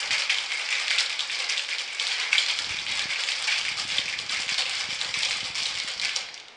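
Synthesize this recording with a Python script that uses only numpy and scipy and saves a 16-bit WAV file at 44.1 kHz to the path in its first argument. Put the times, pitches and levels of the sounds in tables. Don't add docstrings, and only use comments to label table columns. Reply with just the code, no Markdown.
import sys
import numpy as np
from scipy import signal
from scipy.fft import rfft, irfft
from scipy.io import wavfile
from scipy.ndimage import uniform_filter1d

SR = 44100
rng = np.random.default_rng(int(sys.argv[2]) if len(sys.argv) > 2 else 0)


def int16_out(signal):
    q = np.round(np.clip(np.atleast_2d(signal).T, -1, 1) * 32767)
    wavfile.write(sys.argv[1], SR, q.astype(np.int16))


N = 289296

# start_s, spread_s, level_db, brightness_db
CRASHES = [(-0.025, 0.031, -28, -5.5), (0.104, .016, -27, -2), (0.177, 0.013, -28.5, -2.5),
           (0.292, .015, -29, -2.5), (0.36, .022, -31, 4), (0.484, .023, -33, -5), (0.571, 0.025, -32, -10),
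           (0.696, .028, -29, -3.5), (0.78, 0.024, -31, -8), (0.895, .02, -27.5, -2.5),
           (0.977, .015, -27, 4), (1.092, .014, -33, -1), (1.182, 0.025, -33, -3.5),
           (1.303, 0.02, -30.5, 0), (1.386, .014, -30.5, -6.5), (1.485, .015, -29, 0.5),
           (1.564, 0.025, -32.5, 8), (1.683, .017, -32, -2), (1.777, .014, -32.5, 0),
           (1.845, 0.074, -33, -3.5), (1.989, 0.016, -30, -1), (2.066, 0.032, -28, 0),
           (2.178, .032, -30, -10.5), (2.312, 0.015, -29.5, -6), (2.37, 0.021, -30, 17),
           (2.479, .014, -29, 1.5), (2.55, .032, -30, 2), (2.681, .021, -32, -2.5),
           (2.781, 0.018, -35.5, -2), (2.87, 0.028, -29.5, -1.5), (2.952, 0.028, -30, -6.5),
           (3.087, 0.017, -32, -5), (3.163, 0.026, -29, -2.5), (3.271, 0.019, -30.5, 2),
           (3.346, 0.082, -26.5, -4), (3.467, .022, -27.5, -4), (3.576, 0.0054, -32.5, 3),
           (3.64, 0.02, -34, 0.5), (3.77, 0.017, -28.5, 3.5), (3.874, 0.034, -28, 2),
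           (3.966, 0.0094, -33, 0), (4.078, .019, -34, -4.5), (4.172, 0.017, -33.5, 1),
           (4.286, .025, -28.5, -3), (4.391, 0.012, -31, 5.5), (4.478, 0.022, -29, 0.5),
           (4.575, 0.0089, -26.5, -1), (4.652, 0.06, -27, 2.5), (4.783, .013, -33.5, -3),
           (4.888, 0.028, -30.5, 4.5), (4.992, 0.025, -30.5, -2.5), (5.134, .02, -28, -1),
           (5.22, 0.017, -28.5, 7), (5.3, 0.033, -28.5, 3.5), (5.442, .013, -34, -3),
           (5.545, 0.028, -25.5, 6.5), (5.675, .011, -34, -3), (5.73, 0.047, -30, 5),
           (5.873, .009, -32, 0.5), (6.012, .028, -28, 0.5), (6.148, 0.012, -31, 1),
           (6.33, 0.024, -53.5, -6)]
# hollow_body_db, wall_ring_db, fine_chips_db
END_COLOURS = [(4.9, -4.5, 1), (2.95, 3, -3.5)]
BRIGHTENING = [-.3, -.9, 0.35]
RANGES_HZ = [1300, 2430, 3300, 5000, 7200]
# pitch_hz, width_hz, relative_level_db
TIN_MODES = [(536.6, 97, -12), (594, 102, -16.5), (856, 167, -9), (1235, 710, -8.5), (1715, 470, -3.5),
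             (2230, 530, 0), (2350, 386, -3), (2450, 920, -3.5), (3200, 1710, 2), (4600, 1680, 0.5),
             (5170, 1600, -41), (6850, 1580, -11), (8280, 420, -20.5)]
# start_s, peak_db, pitch_hz, width_hz
KNOCKS = [(0.1072, -11, 2230, 990), (0.1323, -10.5, 4600, 2300), (0.296, -11, 2510, 900),
          (0.2997, -7, 2460, 1000), (0.3028, -12, 2270, 770), (0.3225, -18, 2380, 960),
          (0.3849, -12, 3200, 950), (0.5186, -12, 2460, 1310), (0.6892, -13.5, 2520, 1640),
          (0.7265, -9.5, 2300, 700), (0.8805, -12, 2720, 1800), (0.882, -12.5, 4300, 2000),
          (0.9063, -13, 2470, 1460), (0.9116, -9, 2140, 1070), (0.9849, -6, 3870, 1620),
          (0.999, -9.5, 3390, 2140), (1.0066, -7, 4560, 2360), (1.1935, -10.5, 3560, 1410),
          (1.2063, -10.5, 3480, 1150), (1.298, -15.5, 2260, 940), (1.4974, -11, 5550, 1783),
          (1.5736, -14.5, 3180, 1140), (1.5787, -10, 3520, 1540), (1.5944, -12.5, 2860, 910),
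          (1.689, -15.5, 2350, 1550), (1.784, -14.5, 3750, 1830), (1.9981, -9.5, 3300, 1300),
          (2.069, -10, 3900, 1760), (2.3295, -6.5, 2430, 550), (2.355, -15.5, 2350, 500),
          (2.3816, -4, 3430, 900), (2.3856, -11, 3330, 770), (2.463, -11.5, 4150, 2070),
          (2.476, -17, 4020, 1920), (2.5893, -8, 3400, 2360), (2.7882, -18, 3510, 760),
          (2.8656, -15, 2540, 1520), (2.9938, -7.5, 3380, 2360), (3.2365, -11.5, 3400, 1500),
          (3.288, -11, 2400, 1410), (3.3194, -11, 3210, 1380), (3.4422, -14.5, 4400, 2120),
          (3.5241, -11.5, 2600, 1040), (3.6517, -12.5, 2380, 2140), (3.683, -15.5, 2310, 599),
          (3.689, -17, 2360, 670), (3.9831, -8, 3460, 674), (4.0815, -17.5, 2430, 600),
          (4.1893, -13.5, 3500, 1440), (4.295, -17, 3530, 1620), (4.4914, -11, 2450, 1328),
          (4.5433, -11.5, 4190, 2130), (4.5831, -12, 3620, 1360), (4.6644, -15, 2860, 1910),
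          (5.0138, -10, 3820, 1330), (5.2326, -9.5, 3700, 1360), (5.2501, -10.5, 5370, 1760),
          (5.3093, -10.5, 2430, 1800), (5.6562, -18, 3540, 2380), (5.8004, -11, 4100, 2000),
          (5.9976, -12, 4160, 1310), (6.049, -10.5, 4750, 1580), (6.053, -11.5, 2320, 800),
          (6.1623, -9.5, 5570, 1200), (6.288, -24, 2005, 1435), (6.3428, -20.5, 5370, 1650),
          (6.3777, -25, 3180, 1740), (6.4, -25.5, 3860, 1800), (6.4833, -27, 3560, 2030)]
CUBE_HZ = [4000, 3020]
CHIP_HZ = [7800, 7250]
# pitch_hz, width_hz
WALL_TONES = [(2213, 54), (2287, 29)]
# delay_s, level_db
ECHOES = [(.0034, -5.5), (.0072, -11.5), (.0164, -26.5), (.0221, -18), (.029, -11)]
# time_s, level_db
RUMBLE = [(0.0, -77), (0.11, -51), (0.21, -68.5), (0.95, -73), (1.2, -64), (1.95, -78), (2.5, -68),
          (2.63, -52), (3.07, -52.5), (3.17, -71), (3.42, -63.5), (3.7, -52), (3.97, -50.5), (4.55, -56),
          (4.63, -56.5), (5.45, -53), (6.12, -58), (6.5, -74)]
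# start_s, peak_db
FLAPS = [(0.104, -43), (2.67, -40), (2.743, -39), (3.055, -35), (3.851, -38), (3.991, -34.5), (4.16, -46),
         (4.3, -44), (4.346, -44), (4.397, -41), (4.519, -38), (4.888, -37), (4.926, -39), (5.172, -38),
         (5.429, -37), (5.501, -42), (5.62, -42), (5.845, -39)]
# frequency_hz, density_db
AIR_SPECTRUM = [(25, -7), (60, -17), (150, -11), (300, -3), (500, 1), (900, 2.5), (2000, -3), (5000, -6),
                (10000, -30)]

AIR_DB = -51
TOP_HZ = 10300
SLOSH = 0.018


def undb(db):
    return 10 ** (np.asarray(db) / 20)


def unit(x):
    return x / np.sqrt(np.sum(x ** 2))


def band(x, lo_hz, hi_hz, order=2):
    return signal.sosfilt(signal.butter(order, [lo_hz, min(hi_hz, .45 * SR)], "band", fs=SR, output="sos"), x)


def ring(hz, width_hz, size=2048):
    b, a = signal.iirpeak(hz, hz / width_hz, fs=SR)
    once = signal.lfilter(b, a, signal.unit_impulse(size))
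    return signal.lfilter(b, a, once)


def add(out, s, sound):
    i = int(np.floor(s * SR))
    part = sound[max(-i, 0):max(N - i, 0)]
    out[max(i, 0):max(i, 0) + len(part)] += part


def tin_rings(stretch=1):
    rings = [undb(db) * ring(hz * stretch, width, size=1024) for hz, width, db in TIN_MODES]
    return unit(np.array(rings))


def crashes(contacts_per_s=1600, size_db=5, spot=1.0, gain_db=-1.0, count=128):
    out = np.zeros(N)
    mode_hz = np.array(TIN_MODES)[:, 0]
    chance = rng.standard_normal((len(CRASHES), len(TIN_MODES) + 1, count))
    slots = rng.random((len(CRASHES), count))
    stretches = np.exp(SLOSH * rng.standard_normal(len(CRASHES)))
    age = np.linspace(0, 8, 200)
    arrived = 1 - (1 + age) * np.exp(-age)
    for k, (s, spread, db, bright) in enumerate(CRASHES):
        luck = chance[k]
        n = int(np.clip(contacts_per_s * spread, 12, count))
        landed = (np.arange(n) + slots[k, :n]) / n
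        at = (SR * spread * np.interp(landed, arrived, age)).astype(int)
        size = undb(size_db * np.minimum(luck[0, :n], 1.2))
        force = size * (1 + spot * luck[1:, :n])
        force /= np.sqrt(np.sum(force ** 2, axis=1, keepdims=True))
        body, wall, chips = np.array(END_COLOURS[k % 2]) + bright * np.array(BRIGHTENING)
        colour = np.interp(np.log(mode_hz), np.log(RANGES_HZ), [body, wall, 0, 0, chips])
        pushes = np.zeros((len(TIN_MODES), at[-1] + 2))
        pushes[:, at] = force * undb(db + gain_db + colour)[:, None]
        modes = signal.fftconvolve(pushes, tin_rings(stretches[k]), axes=1)
        add(out, s, modes.sum(axis=0))
    return out * np.sqrt(SR / 20)


def landings(count):
    return -np.log(rng.random((len(CRASHES), count, 2))).sum(axis=2)


def strays(end_hz, over_db, scatter_db, scatter, width_hz, count):
    ages = landings(count)
    chance = rng.standard_normal((len(CRASHES), count, 2)).clip(-1.5, 1.5)
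    blows = []
    for k, (s, spread, db, _) in enumerate(CRASHES):
        for age, (force, spot) in zip(ages[k], chance[k]):
            peak_db = db + over_db + scatter_db * force
            pitch_hz = end_hz[k % 2] * np.exp(scatter * spot)
            blows.append((s + spread * age, peak_db, pitch_hz, width_hz))
    return blows


def knocks(crack_db=-13, crack_hz=5400, crack_width_hz=4200, rebound_s=.004, rebound_db=-9, vary=.4,
           spread_s=0.001198):
    ahead, around = np.zeros(N), np.zeros(N)
    crack = ring(crack_hz, crack_width_hz)
    crack = undb(crack_db) * crack / np.abs(crack).max()
    rings = tin_rings()
    cubes = strays(CUBE_HZ, over_db=10.5, scatter_db=1.0, scatter=.18, width_hz=930, count=1)
    chips = strays(CHIP_HZ, over_db=6.5, scatter_db=3.0, scatter=0.052, width_hz=3300, count=2)
    blows = cubes + chips + list(KNOCKS)
    chance = rng.standard_normal((len(blows), len(TIN_MODES) + 1))
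    for (s, db, hz, width), luck in zip(blows, chance):
        clack = ring(hz, width)
        blow = clack / np.abs(clack).max() + crack
        blow *= undb(db) / np.abs(blow).max()
        add(ahead, s, blow)
        add(ahead, s + rebound_s * np.exp(vary * luck[0]), undb(rebound_db) * blow)
        add(around, s + spread_s, np.linalg.norm(blow) * unit(luck[1:] @ rings))
    return ahead, around


def singing(clacks, sing_db=-3):
    wall = sum(ring(hz, width, size=4096) for hz, width in WALL_TONES)
    return undb(sing_db) * signal.fftconvolve(clacks, wall)[:N]


def echo_pattern(near_db=-2, near_t60=0.25, far_db=-2, far_t60=0.89, treble_t60=0.42, treble_hz=5500,
                 build_s=0.00055, wander=.15):
    t = np.arange(SR) / SR
    near, far = rng.standard_normal((2, SR))
    dull = signal.sosfiltfilt(signal.butter(2, treble_hz, fs=SR, output="sos"), far)

    def fade(t60_s):
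        return (1 - np.exp(-t / build_s)) * np.exp(-np.log(1000) * t / t60_s)

    response = undb(near_db) * unit(near * fade(near_t60))
    response += undb(far_db) * unit(dull * fade(far_t60) + (far - dull) * fade(treble_t60))
    for (delay, db), shift in zip(ECHOES, rng.standard_normal(len(ECHOES))):
        response[int(delay * np.exp(wander * shift) * SR)] += undb(db)
    return response


def room(x, count=14, size=512):
    spot = np.repeat(rng.integers(0, count, N // size + 1), size)[:N]
    out = np.zeros(N)
    for k in range(count):
        share = uniform_filter1d((spot == k).astype(float), size // 4)
        out += signal.fftconvolve(x * share, echo_pattern())[:N]
    return out


def flutter(over_db=6, scatter_db=3, count=70):
    s = (np.arange(count) + rng.random(count)) / count * N / SR
    force = np.minimum(rng.standard_normal(count), 1)
    return list(zip(s, np.interp(s, *np.transpose(RUMBLE)) + over_db + scatter_db * force))


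def cloth(rumble_db=-3, patchy_db=4, flap_db=0, flap_hz=175, flap_width_hz=260, vary=0.24, count=260):
    t = np.arange(N) / SR
    s, db = np.transpose(RUMBLE)
    fold_db = patchy_db * np.interp(t, np.linspace(0, t[-1], count), rng.standard_normal(count))
    uneven = undb(fold_db) * rng.standard_normal(N)
    rumble = unit(band(band(uneven, 50, 180, order=1), 25, 420)) * np.sqrt(N)
    out = rumble * undb(np.interp(t, s, db) + rumble_db)
    flaps = flutter() + list(FLAPS)
    for (s, db), luck in zip(flaps, rng.standard_normal(len(flaps))):
        pop = band(ring(flap_hz * np.exp(vary * luck), flap_width_hz), 30, 510)
        add(out, s, undb(db + flap_db) * pop / np.abs(pop).max())
    return out


def air():
    hz, db = np.transpose(AIR_SPECTRUM)
    bins = np.maximum(np.fft.rfftfreq(N, 1 / SR), 1)
    shape = undb(np.interp(np.log(bins), np.log(hz), db))
    noise = irfft(rfft(rng.standard_normal(N)) * shape, N)
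    return unit(noise) * np.sqrt(N) * undb(AIR_DB)


def scene(swarm_direct_db=0.0, clack_direct_db=-0.1, knock_tin_db=-8, knock_room_db=-9, beam_hz=1100):
    clacks, struck_tin = knocks()
    tin = crashes() + undb(knock_tin_db) * struck_tin + singing(clacks)
    beam = signal.butter(1, beam_hz, "high", fs=SR, output="sos")
    direct = signal.sosfilt(beam, undb(swarm_direct_db) * tin + undb(clack_direct_db) * clacks)
    reverberant = room(tin + undb(knock_room_db) * clacks)
    return (direct + reverberant + cloth() + air())[None]


def record(dry, droop_hz=9400):
    soft = signal.sosfilt(signal.butter(8, droop_hz, fs=SR, output="sos"), dry)
    return signal.sosfilt(signal.ellip(8, .2, 70, TOP_HZ, fs=SR, output="sos"), soft)


dry = scene()
out = record(dry)
int16_out(out)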